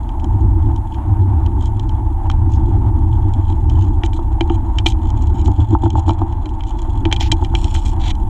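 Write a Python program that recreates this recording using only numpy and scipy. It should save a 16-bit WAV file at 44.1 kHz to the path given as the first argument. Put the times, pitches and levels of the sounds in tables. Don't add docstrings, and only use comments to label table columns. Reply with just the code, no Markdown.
import sys
import numpy as np
from scipy import signal
from scipy.fft import rfft, irfft
from scipy.io import wavfile
from scipy.ndimage import uniform_filter1d

SR = 44100
rng = np.random.default_rng(int(sys.argv[2]) if len(sys.argv) > 2 else 0)


def bounce(signal):
    frames = np.transpose(np.atleast_2d(signal))
    limited = np.clip(frames, -1, 1)
    pcm = np.round(limited * 32767).astype(np.int16)
    wavfile.write(sys.argv[1], SR, pcm)


N = 365588
TIME = np.arange(N) / SR

# (frequency [Hz], 60 dB decay time [s], relative energy [dB])
SHELL = [(1930, 0.0073, -13), (2376, 0.036, -6.5), (2900, 0.0077, -13), (3074, 0.022, 2), (3193, 0.02, 0.5),
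         (3317, 0.0097, 0.5), (4000, 0.018, -6.5), (4100, 0.0029, -9), (5495, 0.0097, -8.5),
         (6490, 0.0051, -7), (7400, 0.006, -11), (7680, 0.0092, -17)]
# (frequency [Hz], relative level [dB])
CONTACT = [(600, -12.5), (1400, -1), (3300, 9.5), (4800, -1), (6800, 2.5), (10500, -21.5), (15000, -26)]


def undb(db):
    return 10 ** (np.asarray(db) / 20)


def unit(x):
    return x / np.sqrt(np.mean(x ** 2))


def level_at(points):
    return np.interp(TIME, *np.transpose(points))


def colour(x, points):
    hz, db = np.transpose(points)
    size = 16384
    freq = np.maximum(np.fft.rfftfreq(size, 1 / SR), 1)
    octaves_outside = np.abs(np.log2(freq / np.clip(freq, hz[0], hz[-1])))
    outline_db = np.interp(np.log(freq), np.log(hz), db) - 20 * octaves_outside
    cepstrum = irfft(np.log(undb(outline_db)))
    cepstrum[1:size // 2] *= 2
    cepstrum[size // 2 + 1:] = 0
    response = irfft(np.exp(rfft(cepstrum)))
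    return signal.fftconvolve(x, response)[:len(x)]


def noise(points):
    return unit(colour(rng.standard_normal(N), points))


def walk(rate):
    steps = rng.standard_normal(N // 20)
    return unit(np.interp(TIME * rate, np.arange(len(steps)), steps))


def even(x, span_s):
    size = max(int(span_s * SR), 2)
    power = uniform_filter1d(uniform_filter1d(x ** 2, size), size)
    return x / np.sqrt(power + 1e-9)


def ring(modes, t, spread_db=3.0):
    hz, t60, db = np.transpose(modes)[:, :, None]
    chance = rng.standard_normal((3, len(modes), 1))
    size = undb(db + spread_db * chance[0]) / np.sqrt(t60) * np.sign(chance[1])
    detuned_hz = hz + chance[2] / (6 * t60)
    decay = np.exp(-np.log(1000) * t / t60)
    return np.sum(size * decay * np.sin(2 * np.pi * detuned_hz * t), axis=0)


def peaked(x, db, span_s):
    power = uniform_filter1d(x ** 2, max(int(span_s * SR), 2))
    return x * undb(db) / np.sqrt(power.max())


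def add(out, s, x):
    start = max(int(s * SR), 0)
    out[start:start + len(x)] += x[:max(N - start, 0)]


def hiss():
    # (frequency [Hz], relative level [dB])
    hiss_colour = [(3000, -11), (5200, -12), (6500, -1), (9500, 0), (14500, -9)]
    # (time [s], level [dB])
    hiss_level = [(0, -64.5), (5.4, -65.5), (5.9, -71.5), (7, -65.5), (8.29, -64)]
    return noise(hiss_colour) * undb(level_at(hiss_level))


def rocking():
    # (first swing [s], last swing [s], rate [swings/s], depth [dB])
    spells = [(2.729, 3.549, 7.58, 1), (5.484, 6.237, 8.174, 6), (6.982, 8.198, 9.0, 2)]
    swing_db = np.zeros(N)
    for first, last, rate, depth_db in spells:
        spell = np.clip(1 + 2 * rate * np.minimum(TIME - first, last - TIME), 0, 1)
        swing_db += depth_db * spell * np.cos(2 * np.pi * rate * (TIME - first))
    return swing_db


def wind():
    # (time [s], gust strength [dB])
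    gusts = [(0, -24), (0.17, -23), (0.35, -11.5), (0.7, -14), (0.9, -24), (1.2, -9.5), (1.75, -17.5),
             (2.2, -17), (2.45, -11.5), (3.6, -15), (3.85, -10.5), (4.05, -18.5), (4.8, -18), (5.4, -13),
             (6.1, -16.5), (6.7, -26), (7.05, -17), (8.29, -20)]
    # (time [s], level [dB])
    sway_level = [(0, -21), (.7, -16.5), (.95, -28), (2, -17), (5.3, -17), (5.6, -23.5), (6.65, -19.5),
                  (6.85, -17.5), (8.29, -15)]
    # (frequency [Hz], relative level [dB])
    sway_colour = [(12, -5), (24, 10.5), (42, 7), (65, 2.5), (110, -25.5)]
    flutter_colour = [(45, -1), (72, 5), (98, 6), (112, 1), (135, -20)]
    buffet_colour = [(140, -12.5), (200, -5), (275, -4), (318, 2.5), (342, -1.5), (449, -31.5)]
    hollow_colour = [(490, -29.5), (620, -17.5), (765, -9.5), (790, 0), (810, -12), (875, 2), (1000, -12),
                     (1240, -23.5), (2400, -40.5), (3150, -41.5), (4300, -53)]
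    buffet_per_rock, hollow_per_rock = 0.52, 0.49

    swing_db = rocking()
    gust_db = level_at(gusts) + swing_db
    excess_db = gust_db - np.mean(gust_db)
    sway = even(noise(sway_colour), 0.059) * undb(level_at(sway_level))

    shed_hz = 77 + 1.7 * excess_db + 11 * walk(40)
    shedding = np.sin(2 * np.pi * np.cumsum(shed_hz) / SR)
    flutter = even(noise(flutter_colour) + undb(-1.0) * shedding, 0.081)
    flutter *= undb(gust_db + .5 + 1.0 * walk(20))

    push = sway + flutter
    rumble = push / (1 + (push / .65) ** 6) ** (1 / 6)

    buffet_db = -29.5 + 0.51 * excess_db + buffet_per_rock * swing_db + 2.0 * walk(35)
    buffet = even(noise(buffet_colour), 0.085) * undb(buffet_db)
    hollow_db = -34.0 + 0.13 * excess_db + hollow_per_rock * swing_db + 1.78 * walk(60)
    hollow = even(noise(hollow_colour), 0.09) * undb(hollow_db)
    return rumble + buffet + hollow


def roughness(count):
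    patch_rate, grit_rate, grain_db = 150, 1100, 3.4
    patches, grit = (
        np.interp(TIME[:count] * rate, np.arange(count), rng.standard_normal(count))
        for rate in (patch_rate, grit_rate))
    return undb(grain_db * (patches + grit))


def rasp(speed, pressure):
    # (frequency [Hz], relative level [dB])
    light_colour = [(2070, -8.5), (2650, -5), (3200, 11), (3550, -5), (3900, -2), (4630, -15), (5530, -11),
                    (6900, 2), (8300, -13), (11000, -33.5)]
    catch_rate, burst_s = 100, .0016
    slip_db, least_slide_db = -43, -10
    spot_spread = .035
    shell_ring_db = 1.3

    count = len(speed)
    catches = (rng.random(count) < catch_rate / SR) * undb(17 - 20 * rng.random(count))
    bursts = signal.lfilter([1], [1, -np.exp(-1 / (burst_s * SR))], catches)
    sticking = 1 / (1 + (speed / undb(slip_db)) ** 2)
    sliding = (1 - sticking + undb(least_slide_db)) * roughness(count)
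    friction = rng.standard_normal(count) * (sticking * bursts + sliding) * speed

    hz, light_db = np.transpose(light_colour)
    pressed_db = np.interp(hz, *np.transpose(CONTACT))
    spot_hz = hz * (1 + spot_spread * rng.uniform(-1, 1))
    spot_db = light_db + pressure * (pressed_db - light_db)
    dry_rasp = colour(friction, np.transpose([spot_hz, spot_db]))

    shell = signal.fftconvolve(friction, ring(SHELL, TIME[:SR // 20]))[:count]
    shell_gain = undb(shell_ring_db) / (1 + np.sqrt(pressure))
    mixed = unit(dry_rasp) + shell_gain * unit(shell)
    return unit(mixed) * np.sqrt(np.mean(speed ** 2))


def rubbing():
    # (time [s], level [dB])
    rub_level = [(0, -68), (3.0, -65), (3.3, -61.5), (4.7, -63.5), (5.3, -54.5), (6.1, -53.5), (6.25, -61),
                 (6.72, -56), (7.85, -58), (8.29, -59)]
    rub_per_rock = 1.2
    return level_at(rub_level) + rub_per_rock * rocking()


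def scrapes():
    # (start [s], end [s], level at mid-stroke [dB], swell from start to end [dB])
    strokes = [(0.909, 0.984, -53.5, -8), (1.58, 1.686, -49.5, 11), (2.486, 2.571, -50.5, 6),
               (3.438, 3.536, -51.5, 6), (3.73, 3.86, -52.5, 16), (4.037, 4.071, -40, 3),
               (4.129, 4.184, -48, 1), (4.506, 4.566, -47.5, 0), (4.854, 4.924, -34, -19),
               (5.21, 5.243, -47, -3), (5.323, 5.425, -49, 10), (5.439, 5.484, -45.5, 2),
               (6.662, 6.75, -49.5, -9), (7.196, 7.291, -33.5, -15), (7.553, 7.944, -45.5, -5),
               (7.735, 7.815, -39.5, -14), (7.849, 7.914, -41.5, -19), (7.992, 8.121, -35, 15)]
    wander_db, wander_rate = 3, 24
    edge_s = 0.011
    light_db, press_range_db = -48.5, 17.5

    out = rasp(undb(rubbing() + wander_db * walk(wander_rate)), 0)
    t = TIME[:SR // 2]
    for start, end, db, swell_db in strokes:
        length = max(end - start, .01)
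        touch = np.sin(np.pi / 2 * np.clip(np.minimum(t, length - t) / edge_s, 0, 1)) ** 2
        speed = touch * undb(db + swell_db * (np.minimum(t / length, 1) - .5))
        pressure = np.clip((db - light_db) / press_range_db, 0, 1)
        add(out, start, rasp(speed, pressure))
    return out


def clicks():
    # (time [s], peak level [dB], brightness [dB per octave])
    contacts = [(0.091, -33.5, -4), (0.198, -36, -2), (0.243, -33, 3), (0.66, -44, -3), (0.761, -38.5, 5),
                (0.944, -36, -5), (1.462, -31, -2), (1.657, -33, 10), (1.796, -27, -0.5), (1.892, -36, 0),
                (2.299, -23.5, 0), (2.314, -29.5, -4), (3.337, -34, 3), (3.526, -41, -3), (3.697, -31.5, 0),
                (4.035, -15, -9), (4.062, -28, -1), (4.132, -28.5, -4), (4.4081, -15, -5),
                (4.498, -21, -15), (4.785, -16, -2.5), (4.861, -8.5, -5), (4.865, -7, -2), (4.901, -31, 8),
                (4.921, -29.5, -1), (5.103, -36, 6), (5.272, -38, 2), (5.459, -30.5, 2), (5.516, -41.5, 3),
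                (5.903, -29.5, 2), (5.994, -35.5, 13), (6.092, -25, 0), (6.105, -30, 0), (6.325, -38.5, -1),
                (6.457, -32, -1), (6.491, -38, 3), (6.607, -29, -8), (6.636, -32, -2), (6.789, -35.5, -0.5),
                (6.818, -35.5, 11), (7.053, -14, -9.5), (7.114, -19, -9), (7.126, -7, -2.5),
                (7.163, -17.5, -1.5), (7.208, -13, 0), (7.316, -10, -4), (7.319, -8, 3.5), (7.329, -36, 4),
                (7.447, -26, -2.5), (7.551, -11, -5), (7.643, -21, 4), (7.68, -33, -1), (7.75, -22.5, -12),
                (7.763, -25, -5), (8.152, -38.5, 5)]
    out, t = np.zeros(N), np.arange(SR // 8) / SR
    for s, db, bright_db in contacts:
        rattle = undb(-24.5) * np.exp(-t / 0.0097) * roughness(len(t))
        chatter = rng.standard_normal(len(t)) * (np.exp(-t / 0.0011) + rattle)
        click = unit(ring(SHELL, t)) + undb(-5.5 - 0.12 * db) * unit(colour(chatter, CONTACT))
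        click = colour(click * (1 - np.exp(-t / .001)), [(500, 0), (1250, 0), (10000, 3 * bright_db)])
        add(out, s, peaked(click, db, 0.00032))
    return out


def thumps():
    # (frequency [Hz], 60 dB decay time [s], relative energy [dB])
    low_modes = [(303, 0.045, 14.5), (329, 0.091, 22)]
    high_modes = [(719, 0.031, 1), (791.7, 0.19, 2.5), (886, 0.041, 9.5), (1185, 0.009, -6.5),
                  (1307, 0.029, -16)]
    # (time [s], upper modes before trim [dB], low modes before trim [dB])
    blows = [(2.299, -17.5, -41), (4.036, -20.5, -15), (4.19, -20.5, -16.5), (4.409, -14, -7.5),
             (4.502, -18, -7), (4.86, -14, -11), (5.481, -18.5, -18.5), (5.724, -25, -6.5),
             (5.75, -9, -20.5), (5.834, -16.5, -11), (5.861, -15.5, -12.5), (5.954, -13, -15),
             (5.979, -17, -16), (6.08, -15.5, -13), (6.094, -10, -13.5), (6.107, -16.5, -14.5),
             (6.216, -13, -13.5), (7.055, -16.5, -8), (7.127, -17, -16.5), (7.209, -17, -19),
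             (7.324, -16, -12.5), (7.424, -18.5, -16), (7.539, -18, -18)]
    high_trim_db, low_trim_db = -.5, -5.5
    out, t = np.zeros(N), np.arange(SR // 3) / SR
    for s, high_db, low_db in blows:
        bright_db = 0.88 * (high_db - low_db)
        knock = ring(high_modes, t) * (1 - np.exp(-t / 0.00041))
        knock = colour(knock, [(500, 0.0013), (850, 0.01), (1500, bright_db)])
        add(out, s, peaked(knock, high_db + high_trim_db, 0.0014))
        boom = ring(low_modes, t) * (1 - np.exp(-t / 0.0074))
        add(out, s, peaked(boom, low_db + low_trim_db, 0.0075))
    return out


def scene():
    fade = np.clip(np.minimum(TIME, TIME[-1] - TIME) / .004, 0, 1)
    mix = hiss() + wind() + scrapes() + clicks() + thumps()
    return (mix * fade)[None]


def record(dry):
    top_hz = 15500
    rounded = dry / (1 + dry ** 8) ** (1 / 8)
    return signal.sosfilt(signal.ellip(12, .2, 80, top_hz, fs=SR, output="sos"), rounded)


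dry = scene()
out = record(dry)
bounce(out)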